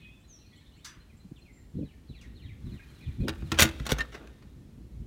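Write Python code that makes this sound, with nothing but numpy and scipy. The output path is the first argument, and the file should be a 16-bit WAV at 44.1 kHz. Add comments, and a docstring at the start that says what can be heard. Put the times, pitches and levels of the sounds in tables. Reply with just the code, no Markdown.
"""A hand works the latch of a metal side compartment on a parked truck: it snaps free and the door swings
down, thumps on its stay, and the stay squeaks. Contacts are filtered noise bursts that ring sheet-metal modes;
thuds are half-sine pushes into the door's low modes; the squeak is gated partials. All echo round the yard.
Birds whistle as gliding sines with wall and tree echoes; clacks from across the yard are ringing noise bursts.
Shaped noise gives still air, breeze, sleeve rustle and the buffets of air and hand on a phone's microphone."""
import sys
import numpy as np
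from scipy import signal
from scipy.fft import rfft, irfft
from scipy.io import wavfile
from scipy.ndimage import uniform_filter1d

SR = 44100
rng = np.random.default_rng(int(sys.argv[2]) if len(sys.argv) > 2 else 0)


def wrap_up_sound(samples):
    """Save the sound to the file named by the first command line argument, as 16-bit audio."""
    columns = np.atleast_2d(samples).T
    # keep every value between -1 and 1, then stretch to whole-number steps
    tamed = np.clip(columns, -1, 1)
    steps = np.round(tamed * 32767).astype(np.int16)
    wavfile.write(sys.argv[1], SR, steps)


N = 223258
T = np.arange(N) / SR


def undb(db):
    """Level law: an amplitude gain is ten to the power of dB / 20."""
    return 10 ** (np.asarray(db) / 20)


def unit(x):
    """Normalisation of power: scale to rms 1."""
    return x / np.sqrt(np.mean(x ** 2))


def curve(rows):
    """Envelope: gain over time, interpolated in dB between rows of t/s, level/dB."""
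    return undb(np.interp(T, *np.transpose(rows)))


def add(out, s, x):
    """Superposition: mix x into out from time s."""
    i = max(int(s * SR), 0)
    out[i:i + len(x)] += x[:max(N - i, 0)]


def ring(x, response):
    """Convolution: the response of a linear system to x."""
    return signal.fftconvolve(x, response)[:len(x)]


def colour(x, points, size=4096):
    """Minimum-phase filtering: a causal filter of unit energy through points of f/Hz, level/dB."""
    hz, db = np.transpose(points)
    f = np.maximum(np.fft.rfftfreq(size, 1 / SR), 1)
    log_gain = np.log(undb(np.interp(np.log(f), np.log(hz), db)))
    cepstrum = irfft(log_gain)
    # folding the cepstrum onto positive time makes the filter causal
    cepstrum[1:size // 2] *= 2
    cepstrum[size // 2 + 1:] = 0
    h = irfft(np.exp(rfft(cepstrum)))
    return ring(x, h / np.linalg.norm(h))


def noise(points, count=N):
    """Shaped random noise: white noise filtered to the given spectrum, at rms 1."""
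    return unit(colour(rng.standard_normal(count), points))


def fade(t, t60):
    """Exponential decay: 60 dB down at t60."""
    return np.exp(-np.log(1000) * t / t60)


def modes(table):
    """Modal superposition: damped sines with alternating signs form an impulse response of unit energy."""
    t = T[:SR]
    h = np.zeros(len(t))
    for k, (hz, db, t60) in enumerate(table):
        h += (-1) ** k * undb(db) * fade(t, t60) * np.sin(2 * np.pi * hz * t)
    return h / np.linalg.norm(h)


def tail(points, t60, build_s):
    """Diffuse reverberation: shaped noise that builds up and dies away, with unit energy."""
    t = T[:2 * SR]
    h = noise(points, count=len(t)) * fade(t, t60) * (1 - np.exp(-t / build_s))
    return h / np.linalg.norm(h)


def jitter(count, size):
    """Low-pass random fluctuation: a smooth wander of rms 1, about size samples slow."""
    once = uniform_filter1d(rng.standard_normal(count), size)
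    return unit(uniform_filter1d(once, size))


def bouts(rows, rise_s, fall_s):
    """Exponential swell and decay: gain that rises to each row's level, holds from start to end, and dies."""
    gain = np.zeros(N)
    for start, end, db in rows:
        before, after = np.minimum(T - start, 0), np.maximum(T - end, 0)
        gain += undb(db) * np.exp(before / rise_s - after / fall_s)
    return gain


def whistle(hz, gain, waver):
    """Frequency modulation: a near-sine note with soft ends, wavering in pitch and broken up in strength."""
    wobble = 1 + waver * jitter(len(hz), size=130)
    gain = gain * undb(2.8 * jitter(len(hz), size=350))
    tone = np.sin(2 * np.pi * np.cumsum(hz * wobble) / SR)
    return tone * gain * signal.windows.tukey(len(hz), .35)


# held bird notes, and one short tick near 1.6 kHz:
# [start t/s, length t/s, nominal f/Hz, relative level/dB]
LEVEL_TONES = [(0.008, 0.098, 2528, -58), (0, 0.19, 3464, -70.5), (0.133, 0.016, 2660, -60.5),
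               (0.239, 0.036, 4025, -64), (0.384, 0.044, 4060, -67.5), (0.409, 0.036, 2750, -68.5),
               (0.996, 0.039, 4117, -64.5), (1.196, 0.042, 4080, -69.5), (1.409, 0.027, 4194, -65.5),
               (1.519, 0.12, 7330, -71), (2.794, 0.012, 1640, -60.5)]
# arched notes of one bird: [t/s, relative level/dB]
ARCHED_NOTES = [(2.797, -64), (3.0, -63), (3.197, -61.5), (3.384, -65)]
# chirps that drop fast and level out: [start t/s, length t/s, start f/Hz, end f/Hz, relative level/dB]
FALLING_CHIRPS = [(0.273, 0.12, 7040, 5560, -59), (0.51, 0.039, 2020, 1930, -66),
                  (1.01, 0.0256, 3400, 2650, -70), (1.093, 0.049, 2750, 1970, -68),
                  (1.356, 0.043, 4100, 2480, -65.5), (1.444, 0.07, 2900, 2050, -63.5),
                  (1.565, 0.034, 2230, 1855, -69)]
# a small bird's thin rising calls: [t/s]
RISING_PEEPS = [.195, .555, .765, 1.165, 1.365]
# a second bird's falling notes, mostly in pairs: [t/s, relative level/dB]
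FALLING_SLURS = [(1.747, -72.5), (1.825, -69), (2.066, -65), (2.137, -62.5), (2.337, -63.5), (2.408, -62),
                 (2.636, -69), (2.705, -65), (2.932, -67.5), (3.0, -63.5), (3.194, -64.5), (3.435, -66.5)]
ARCH_S, ARCH_HZ, ARCH_SAG_HZ = 0.051, 2530, 307  # length, top pitch, drop at both ends
SLUR_S, SLUR_TOP_HZ, SLUR_END_HZ = .132, 4420, 1660
SLUR_BEND = 0.513  # how much steeper the fall is halfway


def calls():
    """Tones and glides: near birds sing held notes, arches, chirps, peeps and slurs, and one tick sounds."""
    song = np.zeros(N)
    for s, length, hz, db in LEVEL_TONES:
        add(song, s, whistle(np.full(int(length * SR), hz), undb(db), waver=0.0075))

    arch = ARCH_HZ - ARCH_SAG_HZ * np.linspace(-1, 1, int(ARCH_S * SR)) ** 2
    for s, db in ARCHED_NOTES:
        add(song, s, whistle(arch, undb(db), waver=.006))

    for s, length, start, end, db in FALLING_CHIRPS:
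        left = np.linspace(1, 0, int(length * SR))
        add(song, s, whistle(end + (start - end) * left ** 2, undb(db), waver=0.015))

    for s in RISING_PEEPS:
        add(song, s, whistle(np.linspace(7050, 8050, SR // 25), undb(-73.5), waver=0.031))

    u = np.linspace(0, 1, int(SLUR_S * SR))
    fall = u - SLUR_BEND * np.sin(2 * np.pi * u) / (2 * np.pi)
    slur = SLUR_TOP_HZ + (SLUR_END_HZ - SLUR_TOP_HZ) * fall
    for s, db in FALLING_SLURS:
        add(song, s, whistle(slur, undb(db), waver=.028))
    return song


# spectrum of the far bird chorus: [f/Hz, level/dB]
CHORUS_SPECTRUM = [(1200, -20), (1900, -4.5), (2700, -7.5), (3200, -5), (4000, -3.5), (4800, -6.5)]


def chorus(count):
    """Incoherent summation: many short far chirps overlap, half clear and half smeared into a wash."""
    out = np.zeros(N)
    for when, pitch, length, glide, distance in rng.random((count, 5)):
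        u = np.linspace(-1, 1, int(0.02 * (1 + length) * SR))
        hz = (1700 + 2700 * pitch) * (1 + 0.19 * (glide - .5) * u)
        add(out, when * N / SR, whistle(hz, undb(-9 * distance), waver=.02))
    # played twice, keeping the second pass, so the wash is already full at the start
    smeared = ring(np.tile(out, 2), tail(CHORUS_SPECTRUM, t60=0.92, build_s=0.0025))[N:]
    clear = colour(out, CHORUS_SPECTRUM)
    return unit(unit(smeared) + unit(clear))


# spectrum of the birds' echoes: [f/Hz, level/dB]
BIRD_ECHO_SPECTRUM = [(1000, 1), (9000, -9.5)]
# bouts of the far chorus: [start t/s, end t/s, relative level/dB]
CHORUS_BOUTS = [(-.1, .03, -56), (.43, .58, -62.5), (.62, .82, -63), (2.3, 3.7, -68.5)]
CHORUS_LULL_DB, BOUT_RISE_S, BOUT_FALL_S = -75.5, 0.091, 0.065  # lull level is relative, like the bouts


def birds():
    """Reflection and scattering: walls and trees echo the calls, over a far chorus that comes in bouts."""
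    song = calls()
    walls = ring(song, tail(BIRD_ECHO_SPECTRUM, t60=0.077, build_s=0.0017))
    trees = ring(song, tail(BIRD_ECHO_SPECTRUM, t60=0.58, build_s=0.0016))
    strength = undb(CHORUS_LULL_DB) + bouts(CHORUS_BOUTS, BOUT_RISE_S, BOUT_FALL_S)
    far = chorus(count=450) * strength
    return undb(0.34) * song + undb(-5.0) * walls + undb(-3) * trees + undb(-5.5) * far


# spectrum of still air: [f/Hz, level/dB]
AIR_SPECTRUM = [(20, -6), (70, -2.5), (240, -10), (500, -23), (1500, -30.5), (7000, -38), (16000, -44.5)]
# strength of the breeze rumble: [t/s, relative level/dB]
BREEZE_LEVEL = [(0.0, -59.5), (0.32, -65), (1.36, -59), (2.52, -52), (2.98, -54), (3.29, -46),
                (3.81, -43.5), (4.15, -56.5), (5.05, -50)]
# spectrum of the breeze rumble: [f/Hz, level/dB]
BREEZE_SPECTRUM = [(20, -23.5), (55, 7.5), (90, -3.5), (160, -6.5), (280, -10), (500, -25.5), (1200, -62.5)]
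# the sleeve moves: [start t/s, end t/s, relative level/dB]
SLEEVE_MOVES = [(2.66, 3.35, -66), (3.5, 3.95, -61)]
SLEEVE_RISE_S, SLEEVE_FALL_S = 0.072, 0.26


def outdoors():
    """Broadband noise: steady still air, a low gusting breeze and the rustle of a sleeve."""
    cloth = noise([(400, -3.0), (1500, 4.0), (6000, -7.0), (15000, -15.0)])
    rustle = cloth * undb(2 * jitter(N, size=300))
    gusts = undb(2 * jitter(N, size=1500))
    breeze = undb(3.5) * curve(BREEZE_LEVEL) * gusts * noise(BREEZE_SPECTRUM)
    sleeve = bouts(SLEEVE_MOVES, SLEEVE_RISE_S, SLEEVE_FALL_S) * rustle
    return undb(-57.5) * noise(AIR_SPECTRUM) + breeze + sleeve


# clacks from across the yard: [t/s, relative level/dB]
CLACK_TIMES = [(0.844, -41.5), (2.209, -58)]
# spectrum of a clack's burst: [f/Hz, level/dB]
CLACK_SPECTRUM = [(650, -37), (950, -14.5), (1500, -18.5), (2500, -20), (3400, -12.5), (5700, -9.5),
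                  (16000, -34)]
# resonances of the clacks: [f/Hz, level/dB, t60 t/s]
CLACK_RESONANCES = [(1720, -1, 0.39), (3434, -5, 0.27), (4840, -16, .23), (5950, -7, .18), (8538, -20, .2)]


def clacks():
    """Propagation and reverberation: distant knocks arrive smeared, with a longer and duller echo."""
    t, out = T[:SR], np.zeros(N)
    for s, db in CLACK_TIMES:
        burst = noise(CLACK_SPECTRUM, count=SR) * np.clip(t / 0.0059, 0, 1) * fade(t, 0.2)
        rung = unit(ring(burst, modes(CLACK_RESONANCES))) * burst.std()
        wash = noise([(600, -50), (1000, -5.5), (1600, -4.5), (3500, -14.5), (9000, -62)], count=SR)
        echo = wash * np.clip(t / 0.02, 0, 1) * fade(t, 0.55)
        add(out, s, undb(db) * (burst + undb(-4.5) * rung + undb(-7.5) * echo))
    return out


# buffets on the microphone: [centre t/s, level/dB, Gaussian half length t/s, upper edge f/Hz]
MIC_BUFFETS = [(1.257, -43.5, 0.01, 205), (1.32, -35.5, 0.0036, 295), (1.768, -31, 0.014, 255),
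               (1.791, -29, 0.0055, 340), (1.824, -31.5, 0.021, 310), (2.104, -36.5, 0.0068, 265),
               (2.486, -41.5, 0.059, 162), (2.674, -35.5, 0.03, 227), (2.745, -37, 0.018, 216),
               (3.089, -29, 0.016, 139), (3.212, -24, 0.015, 204), (3.247, -30, 0.017, 370),
               (3.471, -35.5, 0.014, 132), (5.012, -38.5, 0.024, 167)]


def buffets():
    """Turbulent pressure: short dull bursts of low noise swell and sink on the microphone port."""
    out, t = np.zeros(N), T[:SR // 2] - 1 / 4
    for s, db, half, edge_hz in MIC_BUFFETS:
        swell = np.exp(-.5 * (t / half) ** 2)
        low_band = [(25, -16), (70, 0), (edge_hz / 2, 0), (edge_hz, -6)]
        roll_off = [(edge_hz * 1.805, -25), (edge_hz * 4, -75)]
        eddy = swell * noise(low_band + roll_off, count=len(t))
        add(out, s + t[0], undb(db) * eddy * swell.std() / eddy.std())
    return out


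def contact_burst(decay_s, grain_db, sing_db):
    """Stick-slip friction: a shower of uneven slips briefly sings at pitches set by the spot that rubs."""
    t = T[:SR // 6]
    slips = rng.standard_normal(len(t)) * undb(grain_db * jitter(len(t), size=20))
    pitches = np.geomspace(2000, 15000, num=12) * np.exp(0.13 * rng.standard_normal(12))
    spot = modes([(hz, 0, .014) for hz in pitches])
    slips = unit(slips) + undb(sing_db) * unit(ring(slips, spot))
    onset = 1 - np.exp(-t / (.14 * decay_s))  # long contacts also start more softly
    slips = slips * np.exp(-t / decay_s) * onset
    return slips * np.sqrt(decay_s * SR / 2) / np.linalg.norm(slips)


# blows of latch and door: [t/s, relative level/dB, brightness level/dB per octave]
METAL_BLOWS = [(3.282, -27, -.5), (3.291, -28.5, -3.5), (3.422, -45, -6.5), (3.5177, -23, -2.5),
               (3.5945, -14.5, 0), (3.613, -19, -1.5), (3.6205, -11, 2.5), (3.629, -17, 4),
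               (3.652, -32, -.5), (3.799, -40, -3), (3.865, -29.5, -0.5), (3.918, -21.5, 1.5)]
# scrapes and light ticks of bolt, hinge and stay:
# [t/s, relative level/dB, decay t/s, brightness level/dB per octave]
SCRAPES_AND_TICKS = [(3.274, -36.5, 0.0069, -7.5), (3.54, -42.5, 0.012, -1), (3.572, -36.5, 0.034, -2.5),
                     (3.5865, -18, 0.019, -0.5), (3.602, -20.5, 0.017, 7), (3.688, -39, 0.0059, -1),
                     (3.852, -44.5, 0.013, -0.5), (3.890, -31.5, 0.017, -2), (3.906, -33, 0.0057, 1),
                     (3.984, -32.5, 0.0068, -1.5), (4.005, -31.5, 0.0068, -2.5), (4.120, -49.5, 0.021, -3),
                     (4.142, -41, 0.015, -4), (4.195, -51.5, 0.07, -9), (4.272, -53.5, 0.0063, -1.5),
                     (4.422, -57, 0.01, -4.5)]
BLOW_DECAY_S, REBOUND_S, REBOUND_DB = 0.0043, .009, -12  # a rebound follows its blow, at a lower level


def contacts():
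    """Impact and rebound: lists each blow, its weaker bounce and each scrape or tick as a metal contact."""
    rows = list(SCRAPES_AND_TICKS)
    for s, db, tilt in METAL_BLOWS:
        rows.append((s, db, BLOW_DECAY_S, tilt))
        rows.append((s + REBOUND_S, db + REBOUND_DB, BLOW_DECAY_S, tilt))
    return rows


# modes of sheet metal and latch: [f/Hz, level/dB]
SHEET_MODES = [(328, 6), (1199, -2), (1360, -4.5), (1444, 5), (1504, -3.5), (1749, 0), (1894, -4.5),
               (1958, -3.5), (2080, -3), (2207, 0), (2292, 3.5), (2566, -1.5), (2826, 0), (3238, -2),
               (3551, -2), (3625, 1), (4516, -0.5), (5609, 2), (5880, -1.5), (6594, 2), (7198, 3.5),
               (12100, 8), (15600, 4.5)]
# spectrum of a contact's crack, before its brightness tilt: [f/Hz, level/dB]
CRACK_SPECTRUM = [(120, -15.5), (330, -8.5), (850, -13), (1400, -6.5), (2300, -8), (3700, -10),
                  (4400, -11.5), (4950, -14.5), (6600, -13.5), (7600, -22), (8150, -18), (9300, -22.5),
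                  (16000, -27.5)]
# spectrum of the chattering panels: [f/Hz, level/dB]
RATTLE_SPECTRUM = [(330, 3.5), (650, 4.5), (1400, 0.5), (3000, -5.5), (7000, -14), (15000, -17.5)]
METAL_T60_S, METAL_DAMPING = 0.16, 0.36  # ring time at 1 kHz; higher modes die sooner by this power of frequency


def latch():
    """Impulsive excitation: contacts crack; the harder ones ring the sheet metal, and the panels chatter on."""
    force, shake = np.zeros(N), np.zeros(N)
    hardest = max(row[1] for row in METAL_BLOWS)
    for s, db, decay_s, tilt in contacts():
        hardness = [(hz, tilt * np.log2(hz)) for hz in (400, 14000)]
        crack = colour(contact_burst(decay_s, grain_db=4.0, sing_db=-6.5), CRACK_SPECTRUM)
        blow = colour(crack, hardness)
        blow = undb(db) * blow * np.sqrt(decay_s * SR / 2) / np.linalg.norm(blow)
        add(force, s, blow)
        add(shake, s, blow * undb(0.71 * (db - hardest)))  # weak contacts barely shake the sheet

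    sheet = modes([(hz, db, METAL_T60_S * (hz / 1000) ** -METAL_DAMPING) for hz, db in SHEET_MODES])
    metal = unit(ring(shake, sheet)) * force.std()
    loose = undb(3 * jitter(N, size=100))
    chatter = loose * ring(force, tail(RATTLE_SPECTRUM, t60=0.2, build_s=0.0076))
    return undb(3) * force + undb(-6.5) * metal + undb(-13.5) * chatter


# shoves that thump the whole door: [t/s, relative level/dB, push length t/s]
DOOR_SHOVES = [(3.284, -23.5, 0.0016), (3.423, -23, 0.0032), (3.518, -17.5, 0.0017), (3.593, -19.5, 0.0028),
               (3.6163, -13, .0016), (3.647, -13, 0.003), (3.801, -18.5, 0.0036), (3.919, -13, .0008),
               (3.991, -25.5, 0.0044)]
# low modes of the door in its frame: [f/Hz, level/dB, t60 t/s]
SHUT_DOOR_MODES = [(79.8, -1, 0.49), (138, -2, 0.15), (219.6, 2, 0.095), (324.9, 3, .17), (490, 0, 0.032)]
# low modes of the door once it hangs free: [f/Hz, level/dB, t60 t/s]
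FREE_DOOR_MODES = [(55.15, -2.5, 0.24), (141.4, -0.5, 0.1), (250, -1.5, 0.053), (418, 1.5, .04),
                   (557, 0.5, 0.025)]
DOOR_FREE_S = 3.75  # shoves from here on sound the free door


def thuds():
    """Forced modal response: half-sine pushes boom in the door, deeper when free; longer pushes are duller."""
    out = np.zeros(N)
    for s, db, length in DOOR_SHOVES:
        push = np.sin(np.pi * np.minimum(T[:SR] / length, 1))
        body = modes(SHUT_DOOR_MODES if s < DOOR_FREE_S else FREE_DOOR_MODES)
        add(out, s, undb(db) * ring(push / push.sum(), body / np.abs(body).max()))
    return out


# partials of the squeaking stay: [nominal f/Hz, level/dB]
STAY_PARTIALS = [(1109, -19.5), (1812, -1), (2089, -17.5), (2750, -17)]
SLIP_S = .0135  # time from one slip of the pivot to the next


def squeak(s, db, second_db, ring_db, t60):
    """Stick-slip oscillation: the stay's pivot slips twice and sings on partials that ring on briefly."""
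    t = T[:SR // 6]
    first, second = (np.exp(-(2 * (t / SLIP_S - k) - 1) ** 4) for k in range(2))
    slips = first + undb(second_db) * second
    after = ring(slips, fade(t, t60)) / slips.sum()
    tone = np.zeros(len(t))
    for hz, part_db in STAY_PARTIALS:
        pitch = hz * (1 + .014 * jitter(len(t), size=12))
        tone += undb(part_db) * np.sin(2 * np.pi * np.cumsum(pitch) / SR)
    out = np.zeros(N)
    add(out, s, undb(db) * (slips + undb(ring_db) * after) * tone)
    return out


# spectrum of the yard's echo: [f/Hz, level/dB]
YARD_SPECTRUM = [(100, 2), (550, 3), (1300, -8), (3500, -3.5), (7000, -16.5), (15000, -25.5)]


def yard_echo(door):
    """Diffuse reverberation: the yard returns the door's sound as a slowly dying tail."""
    return undb(-33.5) * ring(door, tail(YARD_SPECTRUM, t60=1.8, build_s=0.031))


def scene():
    """Superposition: the door with its echo in the yard, and everything around it."""
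    surroundings = birds() + outdoors() + clacks() + buffets()
    door = latch() + thuds() + squeak(s=3.992, db=-29.5, second_db=6.5, ring_db=-1, t60=0.1)
    return (surroundings + door + yard_echo(door))[None]


PEAK_CEILING, TOP_HZ = .7, 15800  # ceiling in full-scale units before the top cut


def record(dry):
    """Band limiting and saturation: the phone drops deep bass, rounds the highest peaks and cuts the top."""
    thin = signal.sosfilt(signal.butter(2, 35, "high", fs=SR, output="sos"), dry)
    rounded = thin / (1 + (thin / PEAK_CEILING) ** 4) ** (1 / 4)
    return signal.sosfilt(signal.ellip(10, .2, 70, TOP_HZ, fs=SR, output="sos"), rounded)


dry = scene()
out = record(dry)
wrap_up_sound(out)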